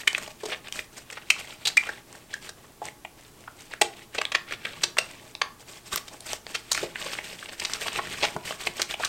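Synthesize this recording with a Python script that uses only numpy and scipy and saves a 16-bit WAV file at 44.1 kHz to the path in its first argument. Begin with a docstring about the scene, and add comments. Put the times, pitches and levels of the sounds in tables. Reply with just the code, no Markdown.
"""Soapy hand washing

Wet, soapy hands rub together over a washbasin, close to the microphone.
Air pockets between palms and fingers burst in short squelches: volleys of clicks ring resonators.
Stroke force sets the level of crackling lather, swishing skin and small random pockets; strokes grow
brisk in the last third. Noise puffs waft at the microphone; basin and small hard room ring over a quiet hum.
"""
import sys
import numpy as np
from scipy import signal
from scipy.fft import rfft, irfft, next_fast_len
from scipy.io import wavfile
from scipy.ndimage import map_coordinates

SR = 44100
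rng = np.random.default_rng(int(sys.argv[2]) if len(sys.argv) > 2 else 0)


def master(y):
    """Save y as 16-bit WAV."""
    cut = np.clip(np.atleast_2d(y).T, -1, 1)
    pcm = np.round(cut * 32767)  # scale
    wavfile.write(sys.argv[1], SR, pcm.astype(np.int16))


N = 400428

# one hand sliding over the other: (middle [s], length [s], force [dB], brightness [dB])
STROKE_TABLE = [(.005, .025, -41, -0.5), (0.206, .15, -47.5, -0.5), (0.493, .11, -48, -2),
                (.67, 0.025, -47, -9), (0.774, 0.057, -44.5, 3.5), (.98, .05, -49.5, 2),
                (1.169, 0.11, -47, -9), (1.432, .17, -45.5, -3.5), (1.675, 0.089, -47, -3),
                (1.852, 0.12, -45, -3.5), (1.973, .025, -49.5, -15), (2.153, 0.1, -57, -1.5),
                (2.339, .04, -45.5, -6.5), (2.455, 0.049, -44.5, -1.5), (2.647, .08, -59.5, -8),
                (2.867, .04, -46, -3.5), (3.232, 0.062, -54.5, -4), (3.463, 0.13, -60.5, -3.5),
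                (3.631, .06, -52.5, -1), (3.737, 0.0338, -43.5, -11.5), (3.986, 0.062, -49, -5),
                (4.168, .04, -44.5, -12), (4.517, 0.039, -38.5, -12), (4.681, 0.16, -47.5, -9),
                (4.835, 0.07, -48, -1.5), (5.111, .1, -48.5, -5), (5.272, 0.14, -58, 0),
                (5.615, 0.026, -59, 5), (5.742, .07, -50.5, 2.5), (5.899, 0.068, -51.5, 4),
                (5.942, 0.027, -38.5, 4), (6.103, 0.14, -53.5, 1), (6.309, .06, -40.5, 1.5),
                (6.541, 0.077, -47, 0.5), (6.787, .1, -36, -2), (7.079, .13, -38.5, -3.5),
                (7.307, .09, -44.5, -2), (7.445, .07, -46, -0.5), (7.53, .08, -52.5, 0),
                (7.635, .06, -39, -3.5), (7.726, .08, -38.5, -1), (7.874, .09, -39.5, -1.5),
                (7.953, .05, -36.5, -8), (8.082, .17, -41.5, -5.5), (8.245, .12, -38.5, -3),
                (8.496, .055, -36, -1), (8.638, .085, -42, -0.5), (8.788, 0.049, -40.5, -1.5),
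                (8.913, 0.03, -34.5, -3.5), (9.033, 0.057, -40.5, -2.5)]
# relative spectrum of moving air: (frequency [Hz], density [dB])
PUFF_SPECTRUM = [(15, -12), (40, -14), (90, -6), (170, 1), (280, -12), (450, -6), (900, -41)]
# relative spectrum of a snapping film: (frequency [Hz], density [dB])
TICK_SPECTRUM = [(300, -31), (900, 12.5), (2500, -9), (4200, 3), (8500, 12), (10000, -6), (16000, -21)]


def amp(db):
    """Decibels to gain."""
    return 10 ** (np.asarray(db) / 20)


def unit(x):
    """Scale to rms 1."""
    return x / np.sqrt(np.mean(x ** 2) + 1e-20)


def along(points, hz):
    """Interpolate (Hz, value) points on a log frequency axis."""
    f, v = np.transpose(points)
    return np.interp(np.log(hz + 1), np.log(f + 1), v)


def wobble(knots_per_s):
    """Smooth random curve: spline through normal draws."""
    knots = rng.standard_normal(int(N * knots_per_s / SR) + 4)
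    return map_coordinates(knots, [np.arange(N) * knots_per_s / SR])


def filtered(x, response):
    """Multiply the zero-padded spectrum of x by a function of frequency."""
    n = x.shape[-1]
    padded = 2 * next_fast_len(n // 2 + min(n, 8192))
    return irfft(rfft(x, padded) * response(np.fft.rfftfreq(padded, 1 / SR)), padded)[..., :n]


def colour(points):
    """Minimum-phase, hence causal, response with the given (Hz, dB) spectrum."""
    def response(hz):
        cepstrum = irfft(np.log(amp(along(points, hz))))
        # fold negative time onto positive time
        cepstrum[1:len(hz) - 1] *= 2
        cepstrum[len(hz):] = 0
        return np.exp(rfft(cepstrum))
    return response


def shaped_noise(spectrum):
    """Steady noise with the given (Hz, dB) spectrum, rms 1."""
    return unit(filtered(rng.standard_normal(N), lambda hz: amp(along(spectrum, hz))))


def resonance(hz, centre_hz, width_hz):
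    """Causal band-pass resonance, peak gain 1."""
    return 1j * hz * width_hz / (centre_hz ** 2 - hz ** 2 + 1j * hz * width_hz)


def add(track, sound, start_s):
    """Mix a sound into the track."""
    start = max(round(start_s * SR), 0)
    part = track[start:start + len(sound)]
    part += sound[:len(part)]


def swell(level_db, middle_s, length_s, step=64):
    """Gain per sample of overlapping bell-shaped swells; length is full width at half power."""
    t = np.arange(0, N + step, step)[:, None] / SR
    bells = .5 ** ((2 * (t - middle_s) / length_s) ** 2)
    power = np.sum(amp(level_db) ** 2 * bells, axis=1)
    return np.interp(np.arange(N) / SR, t[:, 0], np.sqrt(power))


def background(air_db, hum_db):
    """Still room air, also ringing the basin, and a faint 120 Hz mains hum of wandering phase."""
    # relative spectrum of the quiet room: (frequency [Hz], density [dB])
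    air_spectrum = [(20, -1.5), (45, -2), (170, -3), (300, -2.5), (500, -9.5), (1300, -14), (4000, -18),
                    (8000, -18), (15000, -22.5)]
    air = shaped_noise(air_spectrum)
    hum = unit(np.sin(2 * np.pi * 120 * np.arange(N) / SR + .25 * wobble(3.78)))
    return amp(air_db) * (air + amp(-1.5) * basin(air)) + amp(hum_db) * hum


def room(x, build_s, count=24):
    """Hard walls: a decaying noise tail, redrawn for each of count spans as the hands move."""
    # reverberation: (frequency [Hz], 60 dB decay time [s])
    decay_times = [(150, 1), (400, 0.23), (1000, 0.42), (2300, 0.23), (6000, 0.26), (14000, 0.18)]
    out = np.zeros(N)
    edges = np.linspace(0, N, count + 1).astype(int)
    for start, end in zip(edges, edges[1:]):
        hz, t, z = signal.stft(rng.standard_normal(SR // 2), SR, nperseg=256)
        decay = amp(-60 * t / along(decay_times, hz)[:, None])
        tail = signal.istft(z * decay, SR, nperseg=256)[1]
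        tail *= 1 - np.exp(-np.arange(len(tail)) / SR / build_s)
        add(out, signal.fftconvolve(x[start:end], tail / np.linalg.norm(tail)), start / SR)
    return out


def basin(x):
    """The bowl under the hands: parallel resonances at a few pitches."""
    # bowl modes: (frequency [Hz], width [Hz], relative level [dB])
    modes = [(352.7, 7.4, 4), (431, 37, -0.5), (625.6, 16.4, 1), (835, 30, 0.5), (1123, 58, -1)]
    return filtered(x, lambda hz: sum(amp(db) * resonance(hz, centre, width) for centre, width, db in modes))


def wafted_air():
    """Wider sweeps push air at the microphone: low noise in swells."""
    # puffs: (middle [s], length [s], relative level [dB])
    puff_events = [(0.214, 0.043, -56), (1.943, 0.014, -59), (2.468, 0.059, -56), (2.864, .03, -53),
                   (4.805, 0.42, -56), (5.97, 0.063, -55), (6.83, 0.049, -48), (7.344, 0.064, -58),
                   (8.124, 0.303, -50), (8.366, 0.018, -37), (8.693, 0.024, -46)]
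    middle_s, length_s, level_db = np.transpose(puff_events)
    return swell(level_db, middle_s, length_s) * shaped_noise(PUFF_SPECTRUM)


def crackle(spectrum, pops_per_s, spread_db, clump_db, smooth):
    """Tiny bubbles popping in clumps over the smooth hiss of sliding skin; rms 1."""
    sizes = amp(spread_db * np.clip(rng.standard_normal(N), -3, 2.4))
    clumps = amp(clump_db * wobble(90))
    pops = (rng.random(N) < pops_per_s / SR) * rng.choice([-1, 1], N) * sizes * clumps
    smooth = np.clip(smooth, 0, 1)  # power share of the hiss
    source = np.sqrt(1 - smooth) * unit(pops) + np.sqrt(smooth) * rng.standard_normal(N)
    return unit(filtered(source, lambda hz: amp(along(spectrum, hz))))


def bubbles(pitch_hz, scatter_octaves, cycles, spread_db, count=2600, size=400):
    """Foam cells bursting, each a tiny decaying sine at its own pitch; rms 1."""
    when = rng.random((count, 1))
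    tune, force = rng.standard_normal((2, count, 1))
    hz = np.minimum(pitch_hz * 2 ** (scatter_octaves * tune), SR / 4)
    phase = hz * np.arange(size) / SR  # in cycles
    rings = np.sin(2 * np.pi * phase) * phase * np.exp(-phase / cycles)
    rings *= amp(spread_db * np.minimum(force, 2))
    index = (when * N).astype(int) + np.arange(size)
    return unit(np.bincount(index.ravel(), rings.ravel(), N)[:N])


def stroke_gains():
    """Rub, lather and swish gains: foam follows the force fully, the hollow rub only in part."""
    usual_force_db, usual_rub_db, rub_db_per_force_db = -46, -51, 0.22
    middle_s, length_s, force_db, bright_db = np.transpose(STROKE_TABLE)
    rub_db = usual_rub_db + rub_db_per_force_db * (force_db - usual_force_db)
    return [swell(db, middle_s, length_s) for db in (rub_db, force_db, force_db + bright_db)]


def hollow_rub():
    """Large bubbles gurgle in the palm under a low crackle."""
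    # relative spectrum of the rub: (frequency [Hz], density [dB])
    rub_spectrum = [(60, -45), (150, -1), (300, 1), (550, -6), (1000, 0), (1500, -11), (3000, -45)]
    gurgle = bubbles(pitch_hz=700, scatter_octaves=0.315, cycles=2.5, spread_db=0, count=900)
    rasp = crackle(rub_spectrum, pops_per_s=770, spread_db=-2.5, clump_db=9.0, smooth=0.25)
    return amp(-4.0) * gurgle + 0.46 * rasp


def lather_foam(lather_db, bubble_db, tick_db):
    """Foam crackles, its cells ring, and now and then a larger film snaps with a tick."""
    # relative spectrum of the foam: (frequency [Hz], density [dB])
    foam_spectrum = [(500, -1), (1000, -10), (1500, -1.5), (2400, 7), (3300, 5), (4500, -2.5),
                     (8000, -27.5)]
    pops = crackle(foam_spectrum, pops_per_s=630, spread_db=0.5, clump_db=-2, smooth=0.14)
    cells = bubbles(pitch_hz=2597, scatter_octaves=0.516, cycles=1.74, spread_db=3.0)
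    ticks = crackle(TICK_SPECTRUM, pops_per_s=75, spread_db=9.5, clump_db=-5.5, smooth=0)
    return amp(lather_db) * pops + amp(bubble_db) * cells + amp(tick_db) * ticks


def skin_swish(swish_db, bubble_db):
    """Sliding skin hisses in the treble while the finest foam cells ring."""
    # relative spectrum of the swish: (frequency [Hz], density [dB])
    swish_spectrum = [(2000, 0), (3500, -16), (4600, 2), (6500, -0.5), (8500, 4.5), (10000, -11),
                      (13000, -5.5), (16000, -21)]
    hiss = crackle(swish_spectrum, pops_per_s=990, spread_db=4.5, clump_db=5.5, smooth=0.67)
    cells = bubbles(pitch_hz=5230, scatter_octaves=0.39, cycles=3.4, spread_db=-2)
    return amp(swish_db) * hiss + amp(bubble_db) * cells


def rubbing(rub_db, lather_db, bubble_db, tick_db, swish_db, puff_db):
    """Hands slide on lather: rub, foam and swish swell with every stroke, beside puffs of air."""
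    catch_db, smooth_force_db = 4, -38.5  # light strokes stutter; above this force they glide
    rub, lather, swish = stroke_gains()
    # the skin catches and slips
    grip = amp(catch_db * wobble(45) / (1 + (lather / amp(smooth_force_db)) ** 2))
    sliding = rub * amp(rub_db) * hollow_rub()
    sliding += lather * lather_foam(lather_db, bubble_db, tick_db)
    sliding += swish * skin_swish(swish_db, bubble_db - 0.5)
    # lone films snap even in the lightest strokes
    strays = amp(-9.5) * crackle(TICK_SPECTRUM, pops_per_s=25, spread_db=-3.5, clump_db=-4.5, smooth=0)
    return grip * sliding + rub * strays + amp(puff_db) * wafted_air()


def ruptures(length_s, spread_db, films_per_s, lead, lead_db, size=3072, order=3):
    """Soap films tear in a volley of uneven clicks: a lead-in, a sudden burst, a few stragglers."""
    count = 12 + int(length_s * films_per_s)
    delay = rng.gamma(order, 1 / order, size)[:count] - 1  # skewed scatter around the middle
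    early = np.arange(count) % 5 == 0  # every fifth click belongs to the lead-in
    when = np.clip(size / 2 + length_s * SR * (.38 * delay - lead * early), 0, size - 1)
    force = rng.choice([-1, 1], size) * amp(spread_db * rng.standard_normal(size))
    return np.bincount(when.astype(int), force[:count] * amp(lead_db * early), size)


def pocket(pitch_hz, q, overtone_db, muffle_hz):
    """Air trapped between wet skin: a main ring and two overtones, dulled by the soft walls."""
    def response(hz):
        main, second, third = (resonance(hz, k * pitch_hz, k * pitch_hz / q) ** 2 for k in (1, 2, 3))
        walls = 1 + 1j * hz / muffle_hz - (hz / muffle_hz) ** 2
        return (main + amp(overtone_db) * (second + third)) / walls
    return response


def small_squelches(count=110):
    """Little pockets give way at random while a hand slides, louder under a harder, wetter stroke."""
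    typical_hz, scatter_octaves = 2430, 0.5
    typical_s, q = 0.0032, 1.6
    over_force_db, spread_db = 2, 3.6
    wetness = 0.75  # dull strokes are the wet ones: dB gained per dB of brightness lost
    parts_db = np.array([0, -10.5, -11])  # pocket, spray, palm
    middle_s, length_s, force_db, bright_db = np.transpose(STROKE_TABLE)
    level_db = force_db + over_force_db - wetness * bright_db
    # longer strokes shed more pockets
    place = (np.arange(count) + rng.random(count)) / count
    stroke = np.searchsorted(np.cumsum(length_s) / length_s.sum(), place)
    events = []
    for k, (when, span, tune, size) in zip(stroke, rng.standard_normal((count, 4))):
        time_s = middle_s[k] + 0.27 * length_s[k] * when
        pitch_hz = typical_hz * 2 ** (scatter_octaves * tune)
        levels_db = level_db[k] + spread_db * size + parts_db
        events.append((time_s, typical_s * 2 ** (.5 * span), pitch_hz, q, *levels_db))
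    return events


def squelches(pocket_db, spray_db, palm_hz, palm_width_hz, glide_octaves):
    """Each volley rings a trapped air pocket, throws a fine spray and thumps the hollow of the palm."""
    # loud air pockets: (middle [s], length [s], pitch [Hz], Q [1],
    # relative levels of pocket [dB], spray [dB], cupped palm [dB])
    loud_pockets = [(.078, 0.0097, 2600, 1.1, -13, -20.5, -39.5), (.131, 0.0042, 2340, 1.5, -35, -33, -39),
                    (.149, 0.0025, 2360, 2.3, -16, -46, -41), (0.182, 0.0088, 1790, 0.59, -28, -31.5, -41),
                    (.279, 0.0077, 2040, 1.9, -42, -44, -40), (.438, 0.017, 477, 1.3, -36, -47, -55),
                    (.459, 0.013, 454, 0.7, -36.5, -38, -61), (0.488, .011, 480, 0.97, -42.5, -50, -53),
                    (0.529, 0.036, 2330, 1.17, -30.5, -46, -39), (.685, 0.0037, 2710, 7.5, -37, -43.5, -45),
                    (0.725, 0.0024, 3400, 4.2, -32, -29, -55), (.792, 0.0025, 2150, 2.3, -23, -43, -39),
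                    (1.103, 0.0071, 2480, 1.1, -35.5, -42.5, -50),
                    (1.129, .012, 2050, 0.77, -36.5, -39.5, -46.5),
                    (1.175, 0.0098, 1610, 0.72, -35, -50, -50), (1.305, 0.011, 2620, 3.9, -13.5, -21, -40),
                    (1.657, 0.016, 4030, 2.3, -27, -30.5, -45.5),
                    (1.677, 0.021, 4170, 2.1, -30, -26, -43.5), (1.773, 0.0093, 2237, 13, -11, -25, -39),
                    (1.875, 0.02, 1790, 1.1, -37, -56, -43.5), (1.892, 0.0089, 1574, 5.15, -28, -43.5, -36),
                    (2.341, 0.0071, 1750, 2.8, -28, -37.5, -55),
                    (2.494, .008, 1740, 1.6, -39, -37.5, -45.5), (2.821, 0.012, 710, 3.3, -36, -59, -42),
                    (3.051, 0.0074, 2170, 1.7, -34.5, -48.5, -37.5),
                    (3.479, 0.009, 1080, 1.1, -37, -60, -65), (3.818, 0.011, 2700, 0.88, -16, -18, -19),
                    (4.153, 0.02, 1680, 0.75, -33.5, -39, -41.5),
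                    (4.186, 0.0098, 2420, 1, -23.5, -55, -29.5), (4.217, 0.0066, 1800, 0.48, -21, -29, -65),
                    (4.253, 0.003, 3060, 1.5, -20.5, -30.5, -40),
                    (4.322, 0.0086, 1750, 0.48, -27, -70, -46), (4.353, .014, 1900, 0.78, -17.5, -45, -37),
                    (4.654, 0.011, 2480, 1.2, -26.5, -39, -41),
                    (4.839, .012, 3570, 0.66, -22.5, -22.5, -33),
                    (4.972, 0.0082, 1560, 0.66, -27.5, -38, -55),
                    (4.987, 0.011, 3020, 0.92, -17.5, -21.5, -27.5),
                    (5.352, 0.0028, 2900, 0.73, -29, -39, -41),
                    (5.418, 0.0072, 2050, 0.65, -17, -32, -35.5), (5.96, 0.0031, 1350, 2.6, -28, -26, -39),
                    (5.96, 0.0034, 13300, 3.7, -25, -57, -55),
                    (5.977, 0.013, 2480, 0.67, -31, -31.5, -41.5), (6.083, .008, 3160, .9, -44, -41.5, -49),
                    (6.123, .03, 633, 1.5, -54.5, -67, -62), (6.207, .005, 10000, 2, -44, -45, -55),
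                    (6.333, 0.003, 3180, 4, -35, -26, -30), (6.467, 0.0016, 2880, 1.2, -29, -41, -35.5),
                    (6.553, 0.017, 2750, 0.78, -26.5, -31, -40.5),
                    (6.72, 0.012, 1520, 0.62, -25.5, -20.5, -46), (6.731, 0.0061, 7000, 1.1, -26, -40, -55),
                    (6.75, 0.0097, 2380, 5.2, -30, -31, -62), (6.836, .022, 480, 1.5, -30.5, -44, -56),
                    (6.958, 0.0054, 1780, 1.3, -27.5, -44, -59), (7.059, 0.013, 522, 3.3, -36.5, -58, -60),
                    (7.134, 0.0052, 2030, .45, -30, -48, -48),
                    (7.189, 0.0088, 2200, 2.2, -29.5, -51, -37.5),
                    (7.429, 0.0067, 1490, 3, -36.5, -57, -58), (7.491, 0.015, 2500, 0.73, -37.5, -48, -46),
                    (7.6, 0.011, 3270, 5, -44, -32.5, -57), (7.652, 0.0079, 3440, 0.83, -24, -31, -44),
                    (7.736, 0.0041, 3800, 0.44, -33, -26, -53),
                    (7.884, 0.0075, 2180, 0.55, -26.5, -49, -64), (7.993, 0.019, 830, 0.55, -29, -51, -49),
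                    (8.235, .025, 2550, 0.85, -22.5, -42, -26), (8.252, 0.01, 2260, 0.58, -22.5, -34, -54),
                    (8.366, .007, 1010, 3.8, -34, -46, -28), (8.51, .008, 3130, 3.3, -34, -49, -32.5),
                    (8.672, 0.0068, 2340, 1.6, -21, -47, -30), (8.8, 0.015, 1440, 0.35, -27, -35, -48),
                    (8.82, 0.0076, 2260, 3.3, -28.5, -22, -39), (8.942, 0.014, 2880, 3.5, -31, -43, -38),
                    (9.002, .017, 668, 1.25, -35, -46, -55), (9.037, 0.011, 1600, 0.96, -25.5, -47, -47),
                    (9.051, 0.015, 1360, 3.7, -37, -28, -46)]
    # relative spectrum of the spray: (frequency [Hz], density [dB])
    spray_spectrum = [(200, -81), (500, -8.5), (2000, 6), (4000, 14.5), (8500, 8.5), (10000, -3.5),
                      (13000, -5.5), (16000, -16)]
    seal_db = 16  # tightly sealed pockets burst unannounced: lead-in lost per doubling of Q
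    out = np.zeros(N)
    palm = lambda hz: resonance(hz, palm_hz, palm_width_hz) ** 2
    for middle_s, length_s, pitch_hz, q, ring_db, fizz_db, thump_db in loud_pockets + small_squelches():
        lead_db = -8.5 - seal_db * np.log2(max(q, 1))
        volley = ruptures(length_s, spread_db=2.0, films_per_s=3000, lead=0.25, lead_db=lead_db)
        middle = len(volley) // 2
        # the pocket shrinks as it empties, so late clicks ring higher than early ones
        late = np.arange(len(volley)) > middle
        ring = np.zeros(len(volley))
        for half, octaves in ((~late, -glide_octaves), (late, glide_octaves)):
            air = pocket(pitch_hz * 2 ** octaves, q, overtone_db=-42.5, muffle_hz=7000)
            ring += filtered(volley * half, air)
        layers = [(ring, ring_db + pocket_db),
                  (filtered(volley, colour(spray_spectrum)), fizz_db + spray_db),
                  (filtered(volley, palm), thump_db)]
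        for sound, db in layers:
            # level is the rms over the event length
            level = amp(db) * np.sqrt(length_s * SR) / np.linalg.norm(sound)
            add(out, level * sound, middle_s - middle / SR)
    return out


def scene():
    """Hands, basin and room, heard almost alike in both channels."""
    hands = squelches(pocket_db=0.16, spray_db=2.5, palm_hz=669, palm_width_hz=640, glide_octaves=0.063)
    hands += rubbing(rub_db=-4, lather_db=-2.0, bubble_db=-5.5, tick_db=-14.0, swish_db=-2.5, puff_db=-0.5)
    near = hands + amp(-0.5) * basin(hands)
    mid = near + amp(-11.0) * room(near, build_s=0.00033) + background(air_db=-54, hum_db=-66)
    # the channels differ only by a faint low rumble
    rumble = filtered(rng.standard_normal(N), lambda hz: amp(along(PUFF_SPECTRUM, hz)) / (1 + hz / 120))
    side = amp(-77.5) * unit(rumble)
    return np.array([mid + side, mid - side])


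def record(dry):
    """Round off the highest peaks, then cut everything above the band limit."""
    top_hz = 16050
    rounded = dry / (1 + np.abs(dry / .9) ** 6) ** (1 / 6)
    return filtered(rounded, lambda hz: hz < top_hz)


dry = scene()
out = record(dry)
master(out)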